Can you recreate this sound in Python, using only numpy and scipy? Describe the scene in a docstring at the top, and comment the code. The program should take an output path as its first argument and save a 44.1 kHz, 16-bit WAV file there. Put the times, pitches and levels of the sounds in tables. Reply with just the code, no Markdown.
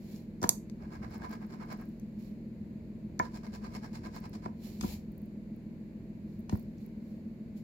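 """A wooden desk in a small room, stereo microphone close by; a fan throbs and hums throughout.
A hand slides over a lottery ticket and picks up a coin, which clinks and knocks on the wood.
The coin's edge scratches the card in two runs of quick back-and-forth strokes, near 1 s and from 3 s,
while a camera lens starts to tick faintly beside the right port of the microphone.
After 4.5 s come more clinks, knocks and lens ticks, and the hand brushes the card to the end."""
import sys
import numpy as np
from scipy import signal
from scipy.fft import rfft, irfft, next_fast_len
from scipy.io import wavfile

SR = 44100
rng = np.random.default_rng(int(sys.argv[2]) if len(sys.argv) > 2 else 0)


def log_audio(samples):
    """Write samples as a 16-bit WAV file to the path given in sys.argv[1]."""
    # one column per channel
    frames = np.atleast_2d(samples).T
    # limit to full scale, then quantise
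    limited = np.clip(frames, -1, 1)
    pcm = np.round(limited * 32767).astype(np.int16)
    wavfile.write(sys.argv[1], SR, pcm)


N = 336483
TIME = np.arange(N) / SR

# Levels are relative within each table; pan_db is left over right.
# rumble spectrum of the fan's air: freq_hz, level_db
AIR_SPECTRUM = [(35, -9), (60, -10), (85, -6.5), (125, -5.5), (180, -10), (215, 0.5), (260, -7.5),
                (340, -9.5), (420, -15.5), (520, -18), (660, -20), (780, -40), (1000, -44.5)]
# faint room hiss, shaped by the microphone ports: freq_hz, level_db
ROOM_HISS_SPECTRUM = [(500, -3.5), (800, 4), (1000, 2), (1250, -7), (1600, -3), (2300, -1), (3300, -14),
                      (4400, -8), (5600, -20), (7200, -14), (8500, -27), (12500, -16.5), (16000, -24.5)]
# hum of the fan: multiple_of_turning_rate, level_db
FAN_HARMONICS = [(6, -61.5), (9, -74.5), (15, -72.5), (18, -59), (24, -53.5), (27, -62), (29, -59.5),
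                 (30, -48), (31, -56), (32, -59.5), (33, -49.5), (35, -59.5), (36, -67.5), (41, -67.5),
                 (45, -62.5), (47, -63.5), (53, -68.5), (66, -76.5)]
# dips the microphone ports put on sharp sounds: centre_hz, width_hz, gain_db
PORT_DIPS = [(3150, 700, -6.5), (8700, 550, -4.5)]
# spells of the lens hunting for focus: start_s, end_s, typical_level_db
FOCUS_HUNTS = [(1.043, 1.942, -55.5), (4.079, 4.316, -45), (5.028, 5.26, -51.5), (5.48, 5.621, -53.5),
               (6.317, 6.659, -51)]
# hard stops of the lens: start_s, level_db
LENS_STOPS = [(1.313, -45.5), (1.729, -43), (6.573, -46.5), (6.596, -46.5), (6.863, -48)]
# shifts of the arm's weight on the desk: peak_s, hold_s, level_db
ARM_SHIFTS = [(.85, 0.32, -50.5), (2.6, 0.21, -54), (3.1, 1.43, -54.5), (4.852, 0.067, -47),
              (6.325, 0.22, -52)]
# sweeps of the hand over the card: peak_s, hold_s, level_db, rise_s, fall_s, pan_db
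HAND_SWEEPS = [(0.12, 0.041, -62.5, 0.23, 0.11, 1), (0.428, 0.0046, -50, 0.013, 0.066, 6),
               (1.776, .05, -76.5, .05, 0.53, 0), (2.201, 0.066, -70.5, 0.045, .11, -5.5),
               (4.644, 0.024, -58.5, 0.063, 0.26, -2.5), (4.825, .11, -53, 0.03, 0.064, 3),
               (6.295, 0.049, -78.5, .1, 0.22, -1.5), (6.513, 0.016, -64, .012, .15, -3),
               (6.811, 0.013, -73, .08, .15, -1.5), (7.071, 0.034, -77, .15, 0.26, -4),
               (7.569, .005, -67, 0.017, .08, 4.5)]
# spectrum of skin on card: freq_hz, level_db
PALM_SPECTRUM = [(500, -14.5), (1200, -10.5), (2300, 3), (3300, -2.5), (4400, 3.5), (5600, 0.5), (7200, 1),
                 (8600, -14), (10500, -6.5), (13000, -0.5), (16000, -9.5)]
# modes of the desk with no hand on it: pitch_hz, level_db, t60_s
DESK_MODES = [(82.6, -14.5, 0.038), (109, -13.5, 0.052), (190, -10, .06), (245, -6.5, 0.029),
              (350, -9, 0.04), (492, -11, .04), (664, -9, .035), (780, -13.5, .05), (928.6, -6.5, 0.054),
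              (1007, -5.5, 0.16), (1274, -23.5, 0.03), (1441, -10.5, 0.025), (1625, -14, 0.06),
              (1786, -9.5, 0.037), (2204, -11.5, .055), (2370, -16.5, 0.036)]
# blows on the desk: start_s, level_db, brightness_hz, hand_damping_per_s (at 1 kHz)
DESK_KNOCKS = [(0.4196, -23.5, 304, 14), (0.4287, -20, 799, 50), (0.4393, -18.5, 1210, 30),
               (.4448, -37, 1200, 35), (.492, -23, 1281, 60), (3.1965, -23.5, 1914, 4.6),
               (4.459, -26.5, 880, 40), (4.811, -28, 4900, 320), (4.8263, -13, 141, 62),
               (4.836, -27, 890, 74), (4.841, -14.5, 200.8, 7), (6.495, -31, 4040, 99),
               (6.525, -6.5, 201, 61), (6.534, -5, 107, 32), (6.554, -30.5, 930, 130)]
# modes of the coin, damped by fingers and desk: pitch_hz, level_db, t60_s
COIN_MODES = [(3450, -36.5, .025), (4767, -19.5, .006), (5600, -16.5, .009), (6337, -15.5, 0.011),
              (7030, -11, 0.0072), (7400, -8.5, 0.003), (8600, -30.5, 0.006), (11400, -8, 0.003),
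              (12160, -12.5, 0.004), (13200, -19, 0.003), (14500, -22, .005)]
# hard contacts of the coin: start_s, level_db, brightness_hz, pan_db
COIN_CLINKS = [(0.161, -35, 5500, 1.5), (.417, -23, 4850, 3), (0.429, -15, 5980, -5),
               (0.4393, -10, 2700, 13.5), (.4448, -21.5, 4500, -8), (0.4735, -31, 6950, -1),
               (0.492, 2, 12000, -6), (.4933, -11.5, 12270, -8), (0.6983, -27.5, 2980, 13),
               (1.998, -44, 12100, 4), (3.193, -17, 5870, 13), (4.46, -31, 3200, -5),
               (4.8102, -23.5, 6740, 10.5), (4.827, -30, 7950, 14), (6.4955, -32, 5070, -11.5),
               (6.783, -41.5, 4030, -1.5)]
# resonances of the card under the coin: pitch_hz, level_db, t60_s
CARD_MODES = [(662, 10.5, 0.0027), (904, -7, 0.031), (1463, 0, 0.0061), (2260, -0.5, 0.002)]
# hiss spectrum of the coin's edge on the coating: freq_hz, level_db
SCRATCH_SPECTRUM = [(1500, 0), (3200, -10.5), (4100, -1), (5100, 2), (6200, -4), (7500, -6.5), (8600, -19),
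                    (10800, -13.5), (12500, -17.5), (16000, -19.5)]
# runs, each with its own grip: start_s, end_s, stroke_width_s, hiss_over_rasp_db, push_hiss_db, pan_db
SCRATCH_RUNS = [(.75, 1.9, 0.043, -14.5, 5, 0), (3.15, 4.55, 0.037, -8.5, 4.5, 1)]
# strokes of the coin, pull and push in turn: middle_s, level_db
COIN_STROKES = [(.833, -55), (0.938, -51), (1.041, -49.5), (1.14, -49), (1.239, -44.5), (1.33, -47.5),
                (1.429, -54), (1.527, -52), (1.619, -50), (1.718, -47), (1.81, -54), (3.243, -48),
                (3.359, -52.5), (3.456, -51), (3.551, -51.5), (3.652, -49), (3.754, -47.5), (3.851, -49),
                (3.956, -51), (4.059, -49), (4.159, -50.5), (4.249, -51.5), (4.351, -56), (4.453, -53.5)]


def from_db(db):
    """Decibels to gain."""
    return 10 ** (np.asarray(db) / 20)


def unit_rms(x):
    """Scale to unit rms."""
    return x / np.sqrt(np.mean(x ** 2) + 1e-20)


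def colour(x, spectrum):
    """Shape a steady signal with a spectrum read on a log-frequency axis; rms 1."""
    size = next_fast_len(N)
    hz, db = np.transpose(spectrum)
    bins_hz = np.fft.rfftfreq(size, 1 / SR)
    gain = from_db(np.interp(np.log(bins_hz + 1e-3), np.log(hz), db))
    return unit_rms(irfft(rfft(x, size) * gain, size)[..., :N])


def cut(x, hz, kind, order=2):
    """Butterworth low- or high-pass."""
    return signal.sosfilt(signal.butter(order, min(hz, .45 * SR), kind, fs=SR, output="sos"), x)


def band(x, low_hz, high_hz):
    """Keep a band with steep edges."""
    return cut(cut(x, low_hz, "high", order=4), high_hz, "low", order=4)


def pan(pan_db):
    """Left and right gain."""
    return from_db(np.array([[.5], [-.5]]) * pan_db)


def add(track, start_s, sound):
    """Mix a short sound in at a given time."""
    start = int(start_s * SR)
    track[..., start:start + sound.shape[-1]] += sound[..., :N - start]


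def swell(peak_s, hold_s, rise_s, fall_s):
    """Attack, hold and release of a movement; rise and fall are the times for a tenfold change."""
    before = np.maximum(peak_s - TIME, 0) / rise_s
    after = np.maximum(TIME - peak_s - hold_s, 0) / fall_s
    return 10 ** -(before + after).clip(0, 10)


def burst(t60_s, size):
    """Dying stereo noise of unit energy."""
    noise = rng.standard_normal((2, size)) * from_db(-60 * np.arange(size) / SR / t60_s)
    return noise / np.sqrt(np.sum(noise ** 2, axis=1, keepdims=True))


def grains(per_s, spread_db):
    """Tiny slips of uneven size, scattered by the card on their way to each channel."""
    sizes = from_db(spread_db * np.minimum(rng.exponential(1, N), 3))
    slipping = rng.random(N) < per_s / SR
    return slipping * sizes * rng.standard_normal((2, N))


def ring(force, modes):
    """Modes driven by a force; each reaches the two channels with its own strength."""
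    out = 0
    for k, (hz, db, t60_s) in enumerate(modes):
        decay, angle = from_db(-60 / (t60_s * SR)), 2 * np.pi * hz / SR
        wave = signal.lfilter([0, np.sin(angle)], [1, -2 * decay * np.cos(angle), decay ** 2],
                              force + 1e-18)
        out = out + (-1) ** k * wave * from_db(db + rng.normal(0, 1, (2, 1)))
    return out


def desk_ring(force, damping=0, rocking_hz=(850, 1100)):
    """The desk rings, damped by a resting hand; rocking modes reach the two ports in opposite phase."""
    modes = [(hz, db, 1 / (1 / t60_s + damping * hz / 1000)) for hz, db, t60_s in DESK_MODES]
    rocking = [mode for mode in modes if rocking_hz[0] < mode[0] < rocking_hz[1]]
    in_phase = [mode for mode in modes if mode not in rocking]
    return ring(force, in_phase) + ring(force, rocking) * [[1], [-1]]


def room(x, early_db, tail_db, tail_t60_s=.22):
    """Quick reflections from desk and hand, then the small room's tail; the bass arrives direct."""
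    echoes = from_db(early_db) * burst(t60_s=.02, size=20000)
    tail = from_db(tail_db) * burst(tail_t60_s, size=20000)
    gap = int(.007 * SR)
    echoes[:, gap:] += tail[:, :-gap]
    return x + signal.oaconvolve(x, cut(echoes, 170, "high"), axes=1)[:, :N]


def microphone_ports(x):
    """Each port cavity swallows a narrow band."""
    for hz, width_hz, gain_db in PORT_DIPS:
        cavity = signal.lfilter(*signal.iirpeak(hz, hz / width_hz, fs=SR), x)
        x = x - (1 - from_db(gain_db)) * cavity
    return x


def air(rumble_db=-49, hiss_db=-68.5, side_db=-11):
    """Room tone: moving air rumbles much alike in both channels and hisses apart."""
    mid, side = rng.standard_normal((2, N))
    draught = mid + from_db(side_db) * side * [[1], [-1]]
    rumble = colour(cut(draught, 670, "low", order=4), AIR_SPECTRUM)
    hiss = colour(rng.standard_normal((2, N)), ROOM_HISS_SPECTRUM)
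    return from_db(rumble_db) * rumble + from_db(hiss_db) * hiss


def fan(turns_per_s=6.8785, throb_at_s=.143, waver=.12):
    """The harmonics of the fan's turning rate swell together once a turn and waver a little."""
    angle = 2 * np.pi * turns_per_s * (TIME - throb_at_s)
    knots_s = np.linspace(0, TIME[-1], num=40)
    hum = np.zeros(N)
    for multiple, db in FAN_HARMONICS:
        sway = 1 + waver * np.interp(TIME, knots_s, rng.standard_normal(len(knots_s)))
        phase = multiple * angle + .45 * rng.standard_normal()
        hum += np.sqrt(2) * from_db(db) * sway * np.cos(phase)
    return hum * np.minimum(TIME / .01, 1)


def lens(gain_db=20, pan_db=-6, ticks_per_s=24, uneven_db=4):
    """Thin, high ticks beside the right port: uneven steps as the lens hunts, and a few hard stops."""
    out, ticks = np.zeros((2, N)), list(LENS_STOPS)
    for start_s, end_s, db in FOCUS_HUNTS:
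        gap_jitter, level_jitter = rng.standard_normal((40, 2)).T
        times = start_s + np.cumsum(np.exp(.5 * gap_jitter)) / ticks_per_s
        ticks += [(s, db + uneven_db * jitter) for s, jitter in zip(times, level_jitter) if s < end_s]
    tick = burst(t60_s=.0081, size=600)
    for start_s, db in ticks:
        add(out, start_s, from_db(db) * tick)
    treble = cut(out + 1e-18, 11000, "high", order=8)
    return from_db(gain_db) * pan(pan_db) * cut(treble, 13500, "low")


def arm():
    """The weight of the arm makes the desk rumble whenever it shifts."""
    rumble = unit_rms(band(rng.standard_normal(N), low_hz=55, high_hz=100))
    return rumble * sum(from_db(db) * swell(peak_s, hold_s, rise_s=.16, fall_s=.46)
                        for peak_s, hold_s, db in ARM_SHIFTS)


def brushing(desk_db=-7):
    """Skin on glossy card gives a fine, bright swish with each sweep; the desk murmurs under it."""
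    sweeps = sum(from_db(db) * pan(pan_db) * swell(peak_s, hold_s, rise_s, fall_s)
                 for peak_s, hold_s, db, rise_s, fall_s, pan_db in HAND_SWEEPS)
    slips = grains(per_s=12000, spread_db=2)
    murmur = unit_rms(band(desk_ring(slips, damping=90), low_hz=450, high_hz=700))
    return sweeps * (colour(slips, PALM_SPECTRUM) + from_db(desk_db) * murmur)


def knocks(slap_db=11, pan_db=-2):
    """A soft contact stirs only the low modes of the desk; the card slaps on the wood with it."""
    out, blow = np.zeros((2, N)), signal.unit_impulse(9000)
    for start_s, db, brightness_hz, damping in DESK_KNOCKS:
        slap = from_db(slap_db) * cut(burst(t60_s=.02, size=len(blow)), 300, "high")
        knock = cut(desk_ring(blow, damping) + slap, brightness_hz, "low")
        add(out, start_s, from_db(db) * knock)
    return pan(pan_db) * out


def clinks(crack_db=5):
    """Metal meets wood: a sharp crack and a short ring of the coin, duller for a glancing touch."""
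    out, blow = np.zeros((2, N)), signal.unit_impulse(2000)
    for start_s, db, brightness_hz, pan_db in COIN_CLINKS:
        crack = from_db(crack_db) * cut(burst(t60_s=.0023, size=len(blow)), 6700, "high")
        clink = cut(ring(blow, COIN_MODES) + crack, brightness_hz, "low")
        left, right = from_db(db) * pan(pan_db) * clink
        left_lag_s = -7.5e-5 * np.tanh(pan_db / 3)   # the farther port hears it later
        add(out[0], start_s + left_lag_s, left)
        add(out[1], start_s, right)
    return out


def strokes(push_pan_db=3):
    """Every run begins with a pull; on each push the edge digs in and hisses more, further left."""
    for start_s, end_s, width_s, hiss_db, push_db, pan_db in SCRATCH_RUNS:
        run = [(middle_s, db) for middle_s, db in COIN_STROKES if start_s < middle_s < end_s]
        for k, (middle_s, db) in enumerate(run):
            push = k % 2
            yield middle_s, width_s, db, db + hiss_db + push * push_db, pan_db + push * push_pan_db


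def scratching(desk_db=-8, grip_db=2.2, detune=.028):
    """The coin's edge breaks the coating into grains; strokes swell with speed and rest at the turn."""
    slips = grains(per_s=4500, spread_db=3.7)
    hiss = colour(slips, SCRATCH_SPECTRUM)
    t, out = np.arange(-.09, .09, 1 / SR), np.zeros((2, N))
    knots_s = np.linspace(t[0], t[-1], 40)
    for middle_s, width_s, rasp_db, hiss_db, pan_db in strokes():
        start = int((middle_s + t[0]) * SR)
        span = slice(start, start + len(t))
        speed = 1 / (1 + np.abs(2 * t / width_s) ** 2.72)
        # the edge catches and lets go every few milliseconds
        grip = from_db(grip_db * np.interp(t, knots_s, rng.standard_normal(len(knots_s))))
        # each spot on the card rings a little differently
        modes = [(hz * np.exp(detune * rng.standard_normal()), db, t60) for hz, db, t60 in CARD_MODES]
        rasp = unit_rms(cut(ring(slips[:, span], modes), 2900, "low", order=3))
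        stroke = from_db(rasp_db) * rasp + from_db(hiss_db) * pan(pan_db) * hiss[:, span]
        out[:, span] += speed * grip * stroke
    desk = unit_rms(desk_ring(cut(out.mean(axis=0), 1390, "high")))   # the wood below rings along
    return out + from_db(desk_db) * np.std(out) * desk


def scene(wood_db=5, metal_db=.5):
    """Small sounds on the desk, close to the microphone, over the hum of the room."""
    rubbing = room(scratching() + brushing(), early_db=-3, tail_db=-11.5)
    metal = room(from_db(metal_db) * clinks(), early_db=-10.5, tail_db=-15.5)
    wood = room(from_db(wood_db) * knocks(), early_db=-3.5, tail_db=-8.5)
    return rubbing + microphone_ports(metal + wood) + arm() + lens() + fan() + air()


def record(dry):
    """The deepest bass is taken away; the recorder clips at full scale and cuts the top."""
    clipped = np.clip(cut(dry, 34, "high", order=4), -1, 1)
    top_cut = signal.ellip(10, .2, 80, 16200, fs=SR, output="sos")
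    return signal.sosfilt(top_cut, clipped)


dry = scene()
out = record(dry)
log_audio(out)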